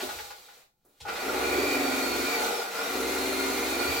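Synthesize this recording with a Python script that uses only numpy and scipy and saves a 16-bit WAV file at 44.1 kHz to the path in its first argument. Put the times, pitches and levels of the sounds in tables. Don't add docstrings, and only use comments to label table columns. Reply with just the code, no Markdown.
import sys
import numpy as np
from scipy import signal
from scipy.fft import rfft, irfft
from scipy.io import wavfile
from scipy.ndimage import uniform_filter1d

SR = 44100
rng = np.random.default_rng(int(sys.argv[2]) if len(sys.argv) > 2 else 0)


def store_wav(level_fs):
    pcm = np.round(np.clip(np.atleast_2d(level_fs), -1, 1) * 32767)
    wavfile.write(sys.argv[1], SR, pcm.T.astype(np.int16))


N = 176400

# time_s, strokes_per_s
SPEED = [(0, 17), (.3, 9), (.65, 1), (1.0, 1), (1.1, 10.5), (1.2, 15.6), (1.3, 19.8), (1.4, 21.8),
         (1.5, 23.1), (1.6, 23.75), (1.7, 23.87), (1.85, 23.5), (2.0, 23.07), (2.19, 22.7), (2.35, 24.05),
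         (2.5, 20.1), (2.6, 17.9), (2.72, 13.7), (2.8, 18.5), (2.9, 20.6), (3.05, 21.9), (3.15, 22.2),
         (3.35, 22.03), (3.6, 22.3), (3.8, 22.9), (4, 24.6)]
# time_s, shake_db, clatter_db, motor_db
COASTING_LEVELS = [(0, -67, -41.5, -40), (.12, -54, -48, -43), (.27, -76, -59, -47.5),
                   (.42, -73, -61, -54.5), (.62, -75, -61.5, -60.5), (.68, -91, -77, -76),
                   (.76, -93, -93, -86), (.99, -92, -75, -68.5), (1.04, -70, -60, -60)]
# time_s, shake_db, clatter_db, motor_db
CUTTING_LEVELS = [(1.08, -77.5, -38.5, -48.5), (1.17, -55, -38, -43.5), (1.28, -33.5, -33.5, -41),
                  (1.5, -28.5, -32.5, -37), (1.55, -26.5, -33, -37), (1.9, -32, -33.5, -37),
                  (2.23, -31.5, -35.5, -37), (2.33, -42, -33.5, -36), (2.45, -37.5, -35, -36.5),
                  (2.71, -57.5, -40.5, -43.5), (2.75, -53.5, -35.5, -41), (2.96, -31.5, -35.5, -37.5),
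                  (3.86, -32, -34, -36.5), (4.0, -39.5, -34.5, -33.5)]
# pitch_hz, level_db
WHINE_COLOUR = [(800, -38), (2020, -15), (2110, -8), (2220, -10), (2300, -3), (3000, -19), (4200, -11.5),
                (4400, -8.5), (5400, -10), (6400, -15), (7600, -24), (9600, -25), (10600, -14),
                (11400, -20), (12700, -23), (13700, -18.5), (14600, -28)]
# time_s, level_db
GEAR_LEVELS = [(1.3, -57), (1.48, -40), (1.88, -41), (2.1, -52), (2.33, -44), (2.5, -59), (4.0, -43.5)]
# pitch_hz, level_db
GEAR_COLOUR = [(2150, -50), (2375, 0), (2435, 0), (2620, -50)]

# pitch_hz, level_db
SHAKE_COLOUR = [(45, -40), (68, -18.5), (88, -29.5), (94, -16.5), (110, -28.5), (120, -21.5), (165, -58),
                (208, -32), (228, -19), (262, -6), (300, -12), (335, -13.5), (385, -5.5), (430, -12.5),
                (467, -9.5), (510, -20), (620, -16.5), (900, -45)]
# time_s, gain_db
BOOM_GAINS = [(1.3, -0.5), (1.6, -9.5), (1.8, 9), (2.0, 6), (2.27, 8.5), (2.5, -1.5), (3.1, 1.5),
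              (3.8, 0.5)]
# place_in_stroke (0 to 1), level_db
REVERSALS = [(.36, 0), (.73, -1.5)]
# time_s, spread_cycles; then how fast they wander
SLACK, SLACK_HZ = [(1.3, .09), (2.3, .12), (3.0, .03)], 4

# pitch_hz, level_db
CLATTER_COLOUR = [(60, -56.5), (160, -32.5), (260, -12.5), (500, -7.5), (1000, -9), (1500, -17.5),
                  (2400, -13.5), (3000, -19), (6000, -29.5), (9500, -30), (16000, -42)]
# pitch_hz, half_width_hz, level_db
CLATTER_PEAKS = [(200.2, 19.6, -7.5), (480, 27, -4.5), (622, 96, -4), (747, 29, 0), (1286, 324, -7.5),
                 (1965, 124, -7), (2410, 180, -7), (3740, 180, -16), (4360, 180, -17.5)]
# time_s, level_db
STEEL_LEVELS = [(0, -47), (.3, -54), (.6, -77), (.72, -88), (1.042, -87), (1.055, -50), (1.2, -52.5),
                (1.35, -45), (2.25, -53), (2.38, -38), (2.6, -37.5), (2.7, -60), (2.82, -51), (2.95, -55)]
# pitch_hz, level_db
STEEL_COLOUR = [(100, -87), (400, -3), (1500, -35), (5000, -34.5), (16000, -52)]
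# pitch_hz, half_width_hz, level_db
STEEL_PEAKS = [(473, 29, -6), (840, 59, 2.5), (1316, 70, -11), (1473, 45, -2.5)]
# time_s, level_db
HOLLOW_LEVELS = [(1.05, -62), (2.25, -44), (2.5, -39), (2.72, -52), (3.8, -44)]
# pitch_hz, half_width_hz, level_db
HOLLOW_PEAK = [(476.6, 16.7, 0)]
# time_s, level_db
RATTLE_LEVELS = [(1.05, -63), (1.1, -40), (1.5, -52), (2.36, -46), (2.6, -50), (3.74, -47), (3.81, -41),
                 (4.0, -45)]
# pitch_hz, half_width_hz, level_db
RATTLE_PEAK = [(1430, 90, 0)]
# pitch_hz, level_db
FLAT_COLOUR = [(100, -60), (16000, -60)]
# pitch_hz, level_db
HISS_COLOUR = [(200, -22), (1000, -4.5), (2700, -3.5), (4200, 1), (5200, -3.5), (8000, -5), (9200, -12.5),
               (11000, -7), (16000, -8.5)]

# start_s, crack_db, ring_db
KNOCKS = [(.002, -28.5, -38), (.086, -30.5, -34), (.185, -32.5, -42), (.303, -36.5, -43),
          (.483, -46.5, -50), (1.051, -41, -33.5), (1.083, -27.5, -36), (1.154, -29, -47),
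          (3.794, -33, -38.5)]
# pitch_hz, level_db
CRACK_COLOUR = [(100, -36), (300, -17), (1200, -8.5), (5000, -15), (16000, -66)]
# pitch_hz, level_db, decay_s
KNOCK_NOTES = [(461, -17.5, 0.014), (827, 1, 0.023), (1254, -14, 0.022), (1460, -5.5, 0.031)]
# start_s, level_db
JOLTS = [(0.025, -28.5), (1.262, -36), (1.578, -23), (1.627, -26)]
# pitch_hz, level_db, decay_s
JOLT_NOTES = [(261, -8, 0.045), (358.6, -1, 0.015), (416, -4.5, 0.025), (619, -9.5, 0.04)]
# start_s, level_db
BUMPS = [(.04, -55), (.16, -57), (1.011, -48.5), (3.87, -41)]
# pitch_hz, level_db
WOOD_COLOUR = [(35, -25), (68, 9), (130, -2), (300, -40), (2000, -78)]
# start_s, level_db, decay_s
PATS = [(0.027, -39, 0.034), (0.847, -52.5, 0.016), (.88, -66.5, 0.099)]
# pitch_hz, level_db
FLESH_COLOUR = [(80, -43), (230, -5), (420, -1), (1400, -13.5), (3000, -38), (7000, -23), (16000, -17)]
# start_s, level_db
TRIGGER_CLICKS = [(0.988, -64), (1.002, -37)]
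# pitch_hz, level_db
TRIGGER_COLOUR = [(400, -15), (800, 15), (1200, -11), (3500, 10), (9000, -2.5), (16000, -18)]

# pitch_hz, level_db
SIDE_COLOUR = [(300, -12), (1000, -2), (2800, -3), (14000, 1.5)]
# pitch_hz, level_db; then its overall loudness
CELLAR_COLOUR, CELLAR_DB = [(200, 10), (1500, -26), (5000, -30), (16000, -11)], -77.5

FULL_SPEED, SPEED_JITTER, SPEED_JITTER_HZ = 22, .003, 70
WHINE_PER_STROKE, GEAR_MULTIPLES = 96, (99, 102, 105, 108)
WHINE_ROUGH, STRAIN_ROUGH, COASTING_WHINE_DB = .55, 1.5, -1
HISS_DB, HISS_FLICKER_DB, BRUSH_DEPTH, STROKE_DEPTH = -.62, .76, .078, .11
SHAKE_DB, EVERY_THIRD_DB, BOOM_HZ, BOOM_WIDTH_HZ = -5, 4, 255, 26
IMPACT_SPREAD_DB, IMPACT_SCATTER_DB, IMPACT_JITTER_S = .5, 1.5, .0003
CLATTER_DB, SCRAPE_DB, RATTLE_FLUTTER_DB = -.5, 5, 6
ATTACK_S, CONTACT_S = .0067, .0017
ECHO_S, ECHO_DB, ECHO_DRIFT_HZ = .2, -6.5, 2.28
FADE_DB, FADE_HZ = .8, 5


def knife(stroke):
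    levels = list(COASTING_LEVELS) + list(CUTTING_LEVELS)
    shake_db, clatter_db, motor_db = (curve(levels, column) for column in (1, 2, 3))
    impacts = blade_impacts(stroke)
    clatter = unit(colour(impacts, CLATTER_COLOUR, CLATTER_PEAKS)) * undb(CLATTER_DB + clatter_db)
    ring = blade_ring(impacts) + gears(stroke)
    return housing(stroke) * undb(shake_db) + clatter + ring + motor(stroke) * undb(motor_db)


def housing(stroke):
    speed, boom_db, slack = curve(SPEED), curve(BOOM_GAINS), curve(SLACK)
    shake = 0
    for k in range(2, 28):
        near_boom = np.exp(-((k * speed - BOOM_HZ) / BOOM_WIDTH_HZ) ** 2)
        level_db = SHAKE_DB + EVERY_THIRD_DB * (k % 3 == 0) + boom_db * near_boom
        knocks = sum(undb(db) * np.exp(-2j * np.pi * k * place) for place, db in REVERSALS)
        cycles = k * stroke + np.angle(knocks) / (2 * np.pi) + slack * wander(SLACK_HZ)
        shake = shake + undb(level_db) * wavering_tone(cycles, SHAKE_COLOUR, wobble=.2, wobble_hz=14)
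    return shake


def blade_impacts(stroke, count=16):
    places = (np.arange(count) + rng.random(count)) / count
    pattern_db = IMPACT_SPREAD_DB * rng.standard_normal(count)
    whole_strokes = np.arange(int(stroke[-1]) + 1)[:, None]
    jitter, scatter = rng.standard_normal((2, len(whole_strokes), count))
    at_sample = np.interp(whole_strokes + places, stroke, np.arange(N), right=2 * N)
    at_sample += SR * IMPACT_JITTER_S * jitter
    size = undb(pattern_db + IMPACT_SCATTER_DB * scatter) * rng.choice([-1, 1], count)
    inside = (at_sample >= 0) & (at_sample < N)
    hits = np.bincount(at_sample[inside].astype(int), size[inside], N)
    return unit(hits) + undb(SCRAPE_DB) * noise()


def blade_ring(impacts):
    steel = unit(colour(impacts, STEEL_COLOUR, STEEL_PEAKS)) * undb(curve(STEEL_LEVELS))
    hollow = unit(colour(impacts, FLAT_COLOUR, HOLLOW_PEAK)) * undb(curve(HOLLOW_LEVELS))
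    flurries = undb(RATTLE_FLUTTER_DB * np.tanh(wander(hz=35)))
    rattle = unit(colour(impacts * flurries, FLAT_COLOUR, RATTLE_PEAK)) * undb(curve(RATTLE_LEVELS))
    return steel + (hollow + rattle) * power_on()


def motor(stroke):
    cycles = WHINE_PER_STROKE * stroke
    brush_pulse = 1 + BRUSH_DEPTH * np.cos(2 * np.pi * cycles)
    stroke_pulse = 1 + STROKE_DEPTH * np.cos(2 * np.pi * 2 * stroke)
    hiss_gain = undb(HISS_DB + HISS_FLICKER_DB * wander(hz=24))
    hiss = hiss_gain * unit(colour(brush_pulse * stroke_pulse * noise(), HISS_COLOUR))
    speed_share = curve(SPEED) / FULL_SPEED
    rough = WHINE_ROUGH + STRAIN_ROUGH * np.maximum(1 - speed_share, 0)
    whine = sum(wavering_tone(k * cycles, WHINE_COLOUR, wobble=rough * np.sqrt(k), wobble_hz=170)
                for k in range(1, 8))
    return hiss + whine * speed_share ** .7 * undb(COASTING_WHINE_DB * ~power_on())


def gears(stroke):
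    tones = sum(wavering_tone(k * stroke, GEAR_COLOUR, wobble=.6, wobble_hz=60) for k in GEAR_MULTIPLES)
    return tones * undb(curve(GEAR_LEVELS))


def handling():
    cracks = sum(burst(s, db, decay_s=.013) for s, db, _ in KNOCKS) * coloured_noise(CRACK_COLOUR)
    clacks = sum(struck(s, db, KNOCK_NOTES) for s, _, db in KNOCKS)
    jolts = sum(struck(s, db, JOLT_NOTES) for s, db in JOLTS)
    bumps = sum(burst(s, db, decay_s=.092) for s, db in BUMPS) * coloured_noise(WOOD_COLOUR)
    pats = sum(burst(*pat) for pat in PATS) * coloured_noise(FLESH_COLOUR)
    clicks = sum(burst(s, db, decay_s=.015) for s, db in TRIGGER_CLICKS) * coloured_noise(TRIGGER_COLOUR)
    return cracks + clacks + jolts + bumps + pats + clicks


def wall_echo(sound):
    t = np.arange(N) / SR
    tails = rng.standard_normal((3, N)) * undb(-60 * t / ECHO_S) * (t > .002)
    front, side_a, side_b = (signal.fftconvolve(sound, tail / np.linalg.norm(tail))[:N] for tail in tails)
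    shift = 2 * wander(ECHO_DRIFT_HZ)
    middle = (sound + undb(ECHO_DB) * front) / np.hypot(1, undb(ECHO_DB))
    side = colour(side_a * np.cos(shift) + side_b * np.sin(shift), SIDE_COLOUR)
    return np.array([middle + side, middle - side])


def cellar_rumble():
    return undb(CELLAR_DB) * coloured_noise(CELLAR_COLOUR)


def power_on():
    return np.arange(N) / SR >= TRIGGER_CLICKS[-1][0]


def wavering_tone(cycles, strengths, wobble, wobble_hz):
    pitch_hz = np.maximum(np.gradient(cycles) * SR, 1)
    table_hz, table_db = np.array(strengths).T
    sway = (1 + wobble * (wander(wobble_hz) + 1j * wander(wobble_hz))) / np.sqrt(1 + 2 * wobble ** 2)
    fade = undb(FADE_DB * wander(FADE_HZ))
    tone = unit(np.real(sway * fade * np.exp(2j * np.pi * cycles)))
    return tone * undb(np.interp(np.log(pitch_hz), np.log(table_hz), table_db))


def struck(start_s, level_db, notes):
    age = np.maximum(np.arange(N) / SR - start_s, 0)
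    ring = sum(undb(db) * np.exp(-age / decay_s) * np.sin(2 * np.pi * (hz * age + rng.random()))
               for hz, db, decay_s in notes)
    return undb(level_db) * (1 - np.exp(-age / CONTACT_S)) * ring


def burst(start_s, level_db, decay_s):
    age = np.maximum(np.arange(N) / SR - start_s, 0)
    return undb(level_db) * (1 - np.exp(-age / ATTACK_S)) * np.exp(-age / decay_s)


def colour(sound, broad_tone, peaks=()):
    hz = np.fft.rfftfreq(2 * N, 1 / SR)
    table_hz, table_db = np.array(broad_tone).T
    power = undb(np.interp(np.log(hz + 1), np.log(table_hz), table_db)) ** 2
    for pitch_hz, half_width_hz, db in peaks:
        power = power + (undb(db) / (1 + ((hz - pitch_hz) / half_width_hz) ** 2)) ** 2
    cepstrum = irfft(np.log(power) / 2)
    cepstrum[1:N] *= 2
    cepstrum[N + 1:] = 0
    return irfft(rfft(sound, 2 * N) * np.exp(rfft(cepstrum)))[:N]


def coloured_noise(broad_tone):
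    return unit(colour(noise(), broad_tone))


def curve(rows, column=1):
    rows = np.array(rows)
    return np.interp(np.arange(N) / SR, rows[:, 0], rows[:, column])


def wander(hz):
    span = max(int(SR / hz), 2)
    smoothed = uniform_filter1d(noise(), span, mode="wrap")
    return unit(uniform_filter1d(smoothed, span, mode="wrap"))


def noise():
    return rng.standard_normal(N)


def unit(x):
    return x / np.sqrt(np.mean(x ** 2))


def undb(db):
    return 10 ** (np.asarray(db) / 20)


def scene():
    speed = curve(SPEED) * (1 + SPEED_JITTER * wander(SPEED_JITTER_HZ))
    stroke = np.cumsum(speed) / SR
    return wall_echo(knife(stroke) + handling() + cellar_rumble())


def record(dry):
    return signal.sosfilt(signal.ellip(12, .1, 85, 15850, fs=SR, output="sos"), dry)


dry = scene()
out = record(dry)
store_wav(out)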